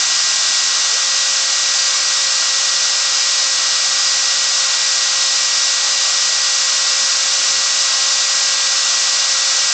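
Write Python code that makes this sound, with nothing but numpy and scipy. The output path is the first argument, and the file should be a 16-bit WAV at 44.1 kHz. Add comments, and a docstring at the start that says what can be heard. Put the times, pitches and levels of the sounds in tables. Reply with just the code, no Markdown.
"""A small CNC router engraves a circuit board, close up, its spindle at about 16000 rpm.
From the start, air and cutter rasp hiss through the machine's resonances; the shaft whines, mostly
on even orders, with ball-bearing tones between. At 0.3 s the cutter sinks into the copper and the
hum grows. From 0.5 s the carriage knocks softly and the axis motors chirp faintly now and then.
At 6.55 s the cut turns a corner: the spindle speeds up slightly, whines louder, then settles."""
import sys
import numpy as np
from scipy import signal
from scipy.fft import rfft, irfft
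from scipy.io import wavfile

SR = 44100
rng = np.random.default_rng(int(sys.argv[2]) if len(sys.argv) > 2 else 0)


def to_wav(sig):
    """Store sig (one row per channel, or 1-D mono) as 16-bit WAV at the path in sys.argv[1].

    Samples outside -1..1 are clipped; the rate is SR.
    """
    pcm = np.clip(np.atleast_2d(sig), -1, 1) * 32767
    pcm = np.round(pcm).astype(np.int16)
    wavfile.write(sys.argv[1], SR, pcm.T)  # frames by channels


N = 429085
TIME_S = np.arange(N) / SR


def undb(db):
    """Decibels to gain."""
    return 10 ** (np.asarray(db) / 20)


def unit(x):
    """Scale to rms 1."""
    return x / np.sqrt(np.mean(x ** 2))


def ramp(start_s, length_s):
    """Linear rise from 0 to 1."""
    return np.clip((TIME_S - start_s) / length_s, 0, 1)


def walk(rate_hz):
    """Smooth random wander, rms 1."""
    hz = np.fft.rfftfreq(N, 1 / SR)
    return unit(irfft(rfft(rng.standard_normal(N)) / (1 + (hz / rate_hz) ** 4), N))


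def tone(turns, flutter_db, flutter_hz):
    """Partial of rms about 1 with a fluttering level."""
    sine = np.sqrt(2) * np.sin(2 * np.pi * (turns + rng.random()))
    return sine * undb(flutter_db * walk(flutter_hz))


def hiss(turns, swell_db, level_db=-15.5, rasp_db=-10, chip_spread_db=3, edge_depth=0.22):
    """Rushing air plus tiny chips that break off in step with the cutting edge."""
    air = rng.standard_normal(N)
    chips = rng.standard_normal(N) * undb(chip_spread_db * rng.standard_normal(N))
    edge = 1 + edge_depth * np.cos(2 * np.pi * 2 * turns)
    rasp = unit(chips * edge) * undb(0.91 * walk(rate_hz=9))
    coloured = machine_body(air + undb(rasp_db) * rasp)
    return coloured * undb(level_db + swell_db + 0.09 * walk(rate_hz=10))


def machine_body(excitation):
    """Colour noise with the air spectrum and the machine's resonances; rms 1."""
    # rushing-air spectrum: f/Hz, level/dB
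    air_spectrum = [(20, -41.5), (70, -30.5), (250, -27), (520, -24), (620, -15.0), (1050, -14.5),
                    (2000, -12.5), (3200, -8), (4400, -2.5), (5600, 0.0), (7400, -5), (8200, -14),
                    (8650, -24.5), (8950, -39.5)]
    # resonances and hollows of housing and bed: f/Hz, width/Hz, gain/dB
    resonances = [(815, 39, 3.7), (1178, 153, 7.7), (1307, 51, 6.8), (1409, 115, 7.8), (1487, 40, 4.8),
                  (1557, 100, 3.9), (1674, 29, -2.9), (2338, 220, 3.3), (2823, 300, 3.8), (3320, 38, 1.3),
                  (3552, 140, 3.9), (3803, 86, 3.4), (4300, 80, 3.5), (4721, 128, -2.3), (4897, 157, 3.3),
                  (5092, 24, -2.9), (5198, 111, 2.3), (5932, 90, 2.4), (6592, 104, -3.6), (7131, 124, 2.7),
                  (7451, 117, 2.9), (8430, 71, -3.1)]
    hz = np.fft.rfftfreq(N, 1 / SR)
    air_hz, air_db = np.transpose(air_spectrum)
    db = np.interp(np.log(hz + 1), np.log(air_hz), air_db)
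    for centre_hz, width_hz, gain_db in resonances:
        db += gain_db * np.exp(-(2 * (hz - centre_hz) / width_hz) ** 2)
    return unit(irfft(rfft(excitation) * undb(db), N))


def shaft(turns, hum_db, whine_db):
    """The cutter hums twice a turn as it bites; the rotor whines on other shaft orders."""
    # shaft-locked tones: order, level/dB re whine_db
    orders = [(1, -27), (3, -24.5), (4, -3), (6, -0.5), (7, -17), (8, -11.5), (10, -9), (16, -4.5),
              (18, -7.5), (20, -11.5), (21, -6.5), (22, -9), (24, 2.5)]
    hum = undb(hum_db) * tone(2 * turns, flutter_db=.5, flutter_hz=5)
    whine = sum(undb(db) * tone(order * turns, flutter_db=1.3, flutter_hz=2.5) for order, db in orders)
    return hum + undb(whine_db) * whine


def bearing(turns, squeal_db, passes_per_turn=7.179):
    """Balls pass a spot on the turning race: tones with sidebands at multiples of the shaft rate."""
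    # bearing tones: ball-pass harmonic, sideband/shaft orders (rounded in use), relative level/dB
    partials = [(1, -2, -49.5), (1, -1, -55), (1, 0, -33), (1, 2, -46), (1, 4, -54.5), (2, -1.5, -48.5),
                (2, 0.5, -45), (2, 2, -47), (2, 0.5, -42), (3, 1.5, -49)]
    passes = passes_per_turn * turns
    whine = np.zeros(N)
    for harmonic, sideband, db in partials:
        partial_turns = harmonic * passes + round(sideband) * turns
        whine += undb(db) * tone(partial_turns, flutter_db=-0.05, flutter_hz=3.7)
    # one sideband falls on a resonance and squeals unsteadily
    squeal = tone(2 * passes + 4 * turns, flutter_db=3.5, flutter_hz=4.6)
    return whine + undb(squeal_db - 2.5) * squeal


def axis_motors():
    """Steppers sing at their step rate, gliding as an axis speeds up or brakes."""
    # axis moves: t/s, length/s, start f/Hz, end f/Hz, level/dB
    moves = [(.55, .3, 402, 399, -59), (0.919, .05, 410, 540, -40), (2.2, 2.6, 71, 71, -69),
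             (6.901, 0.058, 540, 410, -45), (7.0, .055, 235, 195, -52), (7.12, 0.68, 397, 399, -55),
             (9.538, 0.054, 410, 540, -43)]
    out = np.zeros(N)
    for start_s, length_s, from_hz, to_hz, db in moves:
        progress = ramp(start_s, length_s)
        steps = np.cumsum(from_hz + (to_hz - from_hz) * progress) / SR
        envelope = np.sqrt(np.abs(np.sin(np.pi * progress)))
        out += undb(db) * envelope * tone(steps, flutter_db=1.5, flutter_hz=12)
    return out


def carriage_knocks(band_hz=(60, 500), decay_s=.011):
    """The carriage takes up its slack with short, dull thuds."""
    # carriage knocks: t/s, level/dB
    knocks = [(.505, -44), (7.40, -44), (7.503, -39), (7.58, -39)]
    bandpass = signal.butter(2, band_hz, "bandpass", fs=SR, output="sos")
    rumble = unit(signal.sosfilt(bandpass, rng.standard_normal(N)))
    envelope = np.zeros(N)
    for start_s, db in knocks:
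        age_s = TIME_S - start_s
        envelope += undb(db) * (age_s >= 0) * np.exp(-np.abs(age_s) / decay_s)
    return rumble * envelope


def scene(shaft_hz=267.52, surge_hz=1.03, corner_s=6.55, rise_s=0.646, settle_s=3.6, hiss_db_per_s=0.05):
    """One shaft drives tones and rasp; the cutter's bite and the corner's speed surge set the levels."""
    # layer gains: idle/dB, added by full bite/dB, added at surge peak/dB
    hum_gains = (-53, 10, 1.2)
    whine_gains = (-36.5, -2, 2.5)
    bearing_gains = (0.83, -.5, -0.6)
    squeal_gains = (-29, -2.5, -1.2)
    swell_gains = (0.05, -0.34, 0.1)
    bite = ramp(start_s=.3, length_s=.72)
    settling = np.exp(-np.maximum(TIME_S - corner_s - rise_s, 0) / settle_s)
    surge = ramp(corner_s, rise_s) * settling
    turns = np.cumsum(shaft_hz + surge_hz * surge) / SR

    def gain_db(gains):
        idle_db, bite_db, surge_db = gains
        return idle_db + bite_db * bite + surge_db * surge

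    mix = shaft(turns, gain_db(hum_gains), gain_db(whine_gains))
    mix += undb(gain_db(bearing_gains)) * bearing(turns, gain_db(squeal_gains))
    mix += hiss(turns, gain_db(swell_gains) + hiss_db_per_s * TIME_S)
    return (mix + axis_motors() + carriage_knocks())[None]


def record(dry, ceiling=.52, cutoff_hz=8950):
    """Mono microphone: rounds the loudest peaks, cuts steeply above the hiss."""
    rounded = dry / (1 + (dry / ceiling) ** 8) ** (1 / 8)
    lowpass = signal.ellip(12, .1, 90, cutoff_hz, fs=SR, output="sos")
    return signal.sosfilt(lowpass, rounded)


dry = scene()
out = record(dry)
to_wav(out)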